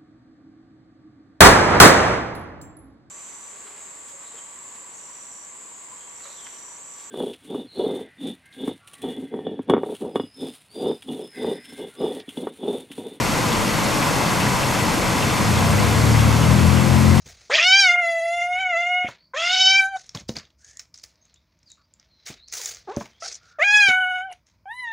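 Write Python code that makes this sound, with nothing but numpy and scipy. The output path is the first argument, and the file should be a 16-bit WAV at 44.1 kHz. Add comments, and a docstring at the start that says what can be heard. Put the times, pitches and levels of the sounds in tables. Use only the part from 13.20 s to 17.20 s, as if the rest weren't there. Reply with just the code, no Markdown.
"""A broken hydrant throws a tall column of water that roars and splatters down on a night street.
At the stereo microphones its fall is a flickering roar, with sheets landing, clumps slapping the road
and drops ticking on the asphalt. Standing trucks rumble behind it. Halfway through, an eight-cylinder
engine on the left pulls away, its exhaust rising in pitch, and the recorder's gain control eases
everything down a little."""
import sys
import numpy as np
from scipy import signal
from scipy.fft import rfft, irfft
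from scipy.io import wavfile

SR = 44100
rng = np.random.default_rng(int(sys.argv[2]) if len(sys.argv) > 2 else 0)


def wav_out(sig):
    """Save sig, one row per channel (or a flat mono array), as 16-bit PCM at SR to the path in sys.argv[1]."""
    wavfile.write(sys.argv[1], SR, np.round(np.clip(np.atleast_2d(sig).T, -1, 1) * 32767).astype(np.int16))


N = 176400
T = np.arange(N) / SR
HZ = np.maximum(np.fft.rfftfreq(N, 1 / SR), 1)


def from_db(db):
    """Decibels to gain."""
    return 10 ** (np.asarray(db) / 20)


def rms_one(x):
    """Scale to unit power."""
    return x / np.sqrt(np.mean(x ** 2) + 1e-20)


def in_time(rows):
    """Read a control curve at every sample."""
    return np.interp(T, *np.transpose(rows))


def at_hz(points, hz):
    """Read a spectrum on a log-frequency axis."""
    f, value = np.transpose(points)
    return np.interp(np.log(hz), np.log(f), value)


def pan(db):
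    """Gains that make the left channel louder than the right by db."""
    return from_db(np.array([[.5], [-.5]]) * db)


def drift(rate_hz):
    """Smooth random motion of spread 1."""
    step, settle = 40, 2000
    r = np.exp(-2 * np.pi * rate_hz * step / SR)
    noise = rng.standard_normal(N // step + settle + 2)
    slow = signal.lfilter([1], [1, -2 * r, r * r], noise)[settle:]
    return np.interp(np.arange(N) / step, np.arange(len(slow)), rms_one(slow))


def bandpass(x, low_hz, high_hz):
    """Butterworth band-pass."""
    return signal.sosfilt(signal.butter(2, [low_hz, high_hz], "band", fs=SR, output="sos"), x + 1e-18)


def resonate(x, hz, width_hz):
    """One resonance with gain 1 at its peak."""
    r = np.exp(-np.pi * width_hz / SR)
    feedback = [1, -2 * r * np.cos(2 * np.pi * hz / SR), r * r]
    return signal.lfilter(np.array([1, 0, -1]) * (1 - r * r) / 2, feedback, x + 1e-18)


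def resonate_twice(x, hz, width_hz):
    """Two equal resonances in series, for steeper sides."""
    return resonate(resonate(x, hz, width_hz), hz, width_hz)


def clicks(per_s, spread_db):
    """Random impacts, mostly small with a few large."""
    sizes = np.minimum(rng.exponential(1, N), 4)
    return (rng.random(N) < per_s / SR) * from_db(spread_db * sizes)


# How alike the left and right channels are; the highest treble is almost mono.
# Each row: frequency in Hz, likeness from 0 to 1.
STEREO_LIKENESS = [(40, 0), (110, .55), (250, .86), (430, .75), (750, .87), (1500, .58), (2200, .84),
                   (2650, .76), (3300, .91), (6500, .95), (9000, .92), (10500, .97), (11800, .996),
                   (14000, .999)]
# Which side is louder. Each row: frequency in Hz, left minus right in dB.
STEREO_BALANCE = [(60, -3), (110, 3.5), (260, 0), (450, 6), (720, 4.5), (1260, -1), (2380, 2.5),
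                  (4400, 1.5), (8120, -0.5), (12000, 0.5)]


def stereo_noise():
    """White noise with the scene's stereo width and balance."""
    mid, side = rfft(rng.standard_normal((2, N)))
    alike = at_hz(STEREO_LIKENESS, HZ)
    pair = np.sqrt(1 + alike) * mid + np.sqrt(1 - alike) * side * [[1], [-1]]
    return irfft(pair * pan(at_hz(STEREO_BALANCE, HZ)), N)


def roar(colour_db, flicker_db, flicker_hz):
    """Coloured stereo noise in overlapping octaves that each flicker on their own."""
    coloured = rfft(stereo_noise()) * from_db(colour_db)
    out = 0
    for octave in range(4, 15):  # centres from 16 Hz to 16 kHz
        band = irfft(coloured * np.maximum(1 - abs(np.log2(HZ) - octave), 0), N)
        out = out + band * from_db(flicker_db * drift(flicker_hz))
    return rms_one(out)


# The trucks' rumble at the microphones. Each row: frequency in Hz, relative noise density in dB.
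TRUCK_SPECTRUM = [(13, -41), (22, -7), (43, -7), (60, -11), (92, -5), (125, 0), (161, -0.5), (195, -1),
                  (262, -4.5), (303, -4.5), (333, -5.5), (372, -12.5), (400, -9.5), (520, -43), (880, -120)]


def trucks(level_db=-23.5, low_cut_hz=23):
    """Standing engines blur into one rumble in the background."""
    low_cut_db = -10 * np.log10(1 + (low_cut_hz / HZ) ** 10)
    colour_db = at_hz(TRUCK_SPECTRUM, HZ) + low_cut_db
    return from_db(level_db) * roar(colour_db, flicker_db=.6, flicker_hz=12)


# How strongly the exhaust passes a tone. Each row: frequency in Hz, gain in dB.
EXHAUST_RESPONSE = [(52, -28), (68, -14), (75, -6.5), (85, -4.5), (112, 1), (130, -4), (146, -7.5),
                    (160, -3.5), (175, -11.5), (186, -18.5), (204, -6.5), (218, -4.5), (232, -16),
                    (254, -16), (290, -23), (340, -16), (400, -44)]


def exhaust_tones(speed, turns, waver_db=.7, smear_rad=.55):
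    """Harmonics of the crank glide through the exhaust's resonances."""
    tones = 0
    for k in range(2, 9):
        db = at_hz(EXHAUST_RESPONSE, k * speed) + waver_db * drift(rate_hz=10)
        # the muffler holds the low tones back longest, so each beat falls in pitch
        phase = 2 * np.pi * k * turns + smear_rad * k ** 2
        tones = tones + np.sqrt(2) * from_db(db) * np.cos(phase)
    return tones


# The exhaust pipe's resonances. Each row: centre in Hz, width in Hz, gain in dB.
PIPE_MODES = [(79.7, 24, 8), (116, 51, -3), (194, 45, 2.5)]


def burble(turns):
    """Four uneven firings a turn ring the pipe; gives a direct signal and one for stereo width."""
    fires = np.diff(np.floor(4 * turns), prepend=0)
    firings = fires * rng.standard_normal((2, N))
    return rms_one(sum(from_db(db) * resonate_twice(firings, hz, width) for hz, width, db in PIPE_MODES))


# The engine gathering speed. 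Each row: time in seconds, crank turns per second.
CRANK_SPEED = [(0, 22), (1.9, 24), (2.25, 28), (2.7, 36), (2.95, 37.5), (3.08, 36.6), (3.22, 39.7),
               (3.42, 41.7), (4, 44.2)]
# Its swell at the microphones. Each row: time in seconds, gain in dB.
ENGINE_GAIN = [(0, -54), (1.9, -34), (2.25, -27), (2.43, -20.5), (2.68, -23.5), (2.95, -18), (3.16, -20),
               (3.33, -16.5), (3.58, -18), (3.8, -15.5), (4, -15.5)]


def engine(jitter=.0015, puff_db=-19, right_lag_s=.00059, width=.91):
    """An eight-cylinder pulls away to the left with exhaust tones, burble and a puff of gas each turn."""
    speed = in_time(CRANK_SPEED) * (1 + jitter * drift(rate_hz=10))
    turns = np.cumsum(speed) / SR
    slow_fast_hz = [35.3, 44.2]
    burble_db = np.interp(speed, slow_fast_hz, [-6, -13])  # the firings even out with speed
    left_db = np.interp(speed, slow_fast_hz, [3, 10])  # it moves further left as it gathers speed
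    tones = exhaust_tones(speed, turns)
    direct, side = burble(turns) * from_db(burble_db)
    gas = rng.standard_normal(N) * (1 + np.cos(2 * np.pi * turns))
    puffs = rms_one(bandpass(gas, low_hz=377, high_hz=790))
    left = tones + direct + from_db(puff_db) * puffs
    right = np.interp(T - right_lag_s, T, left)  # reaches the farther microphone later
    pair = np.array([left, right]) * pan(left_db)
    return from_db(in_time(ENGINE_GAIN)) * (pair + width * side * [[1], [-1]])


# Sheets of water on the street. Each row: peak time in seconds, half length in seconds, level in dB.
SHEETS = [(0.372, 0.093, -29), (.87, 0.16, -31), (1.367, 0.064, -28), (1.7, 0.049, -28), (2.2, .05, -31),
          (3.12, 0.3, -32.5)]


def sheets():
    """Sheets of water come down: a hollow roar that swells and fades."""
    hollow = rms_one(resonate_twice(stereo_noise(), hz=983, width_hz=260))
    return hollow * sum(from_db(db) * np.exp(-((T - peak) / half) ** 2) for peak, half, db in SHEETS)


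# The clumps loudest at the microphones. Each row: start in seconds, level in dB, centre in Hz.
HEAVY_CLUMPS = [(.315, -30, 3500), (.347, -33, 2600), (.587, -35, 2900), (.82, -23.5, 2230),
                (1.203, -30, 2570), (1.258, -27.5, 1710), (1.425, -28.5, 2570), (2.02, -28, 2600),
                (2.37, -30.5, 3380), (2.62, -30, 2100), (2.992, -29.5, 2590), (3.225, -31, 2780),
                (3.567, -28, 2900)]


def splashes(rise_s=.007, width_hz=470):
    """Heavy clumps burst on the road: a quick swell of ringing noise that dies away."""
    out, noise = 0, stereo_noise()
    for start, db, hz in HEAVY_CLUMPS:
        age = np.maximum(T - start, 0) / rise_s
        ringing = rms_one(resonate(resonate(noise, hz, width_hz), hz, 2 * width_hz))
        out = out + from_db(db) * age * np.exp(1 - age) * ringing
    return out


def slaps(level_db=-37, decay_s=.013):
    """Small clumps slap the road: short bursts of noise in three bands."""
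    edges_hz = np.geomspace(602, 3150, 4)
    decay = np.exp(-1 / (decay_s * SR))
    out, noise = 0, stereo_noise()
    for low, high in zip(edges_hz, edges_hz[1:]):
        bursts = signal.lfilter([1], [1, -decay], clicks(per_s=70, spread_db=1) + 1e-18)
        out = out + rms_one(bandpass(noise * bursts, low, high))
    return from_db(level_db) * rms_one(out)


def drops(level_db=-41):
    """Single drops tick on the asphalt, the same in both channels."""
    ticks = clicks(per_s=1800, spread_db=3.5) * rng.choice([-1, 1], N)
    return from_db(level_db) * rms_one(bandpass(ticks, low_hz=2480, high_hz=9000))


# The colour of the falling water. Each row: frequency in Hz, relative noise density in dB.
WATER_SPECTRUM = [(220, -41), (380, -26), (398, -3), (487, 0.2), (596, -1), (664, -3), (1030, -0.4),
                  (1310, -4), (1630, -6.5), (1770, -10), (2000, -5), (2640, -10.5), (2810, -12),
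                  (3900, -13), (4340, -14), (4840, -15), (5230, -14), (7590, -17.5), (9000, -20),
                  (11900, -23), (15500, -39.5)]
# Narrow peaks and dips in that colour. Each row: centre in Hz, half width in Hz, gain in dB.
WATER_PEAKS = [(388, 43, -3.5), (630, 29, -1.5), (915, 21, 1.3), (1010, 15, 4.5), (1666, 37, 2),
               (1952, 12, 1.5), (2645, 26, 5.5), (3880, 97, -4), (4450, 140, 3), (4970, 87, -4.5),
               (5090, 110, 3), (5750, 110, 1.5), (6030, 110, -1), (6470, 160, 3.5), (7080, 140, -0.3),
               (7620, 230, 2), (8130, 130, -0.5), (8500, 190, 2), (9700, 250, 1), (11940, 330, 2.6),
               (13100, 400, 3.5)]
# The water's level as the column sways. Each row: time in seconds, gain in dB.
COLUMN_SWAY = [(0, -0.1), (.5, 0), (.85, 0.7), (1.3, 0.16), (1.7, 0), (2.5, 0.2), (3.3, -0.5), (4, -1.15)]


def water_column(roar_db=-22.5, waver_db=.08):
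    """The hydrant's swaying column roars down on the street with slapping clumps and ticking drops."""
    peaks_db = sum(db * np.exp(-((HZ - hz) / width) ** 2) for hz, width, db in WATER_PEAKS)
    colour_db = at_hz(WATER_SPECTRUM, HZ) + peaks_db
    rush = from_db(roar_db) * roar(colour_db, flicker_db=.6, flicker_hz=46)
    fall = rush + slaps() + drops()
    return fall * from_db(in_time(COLUMN_SWAY) + waver_db * drift(rate_hz=2.8))


def scene():
    """The street at the microphones: water in front, trucks behind it, the engine off to the left."""
    return water_column() + splashes() + sheets() + trucks() + engine()


def record(dry, threshold_db=-16.5, cut_per_db=.24, response_s=.44, cutoff_hz=15700):
    """The recorder's slow gain control turns loud passages down, and the highest treble is cut."""
    r = np.exp(-1 / (response_s * SR))
    power = signal.lfilter([1 - r], [1, -r], np.mean(dry ** 2, axis=0))
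    excess_db = np.maximum(10 * np.log10(power + 1e-12) - threshold_db, 0)
    held = dry * from_db(-cut_per_db * excess_db)
    return signal.sosfilt(signal.ellip(10, .1, 80, cutoff_hz, fs=SR, output="sos"), held)


dry = scene()
out = record(dry)
wav_out(out)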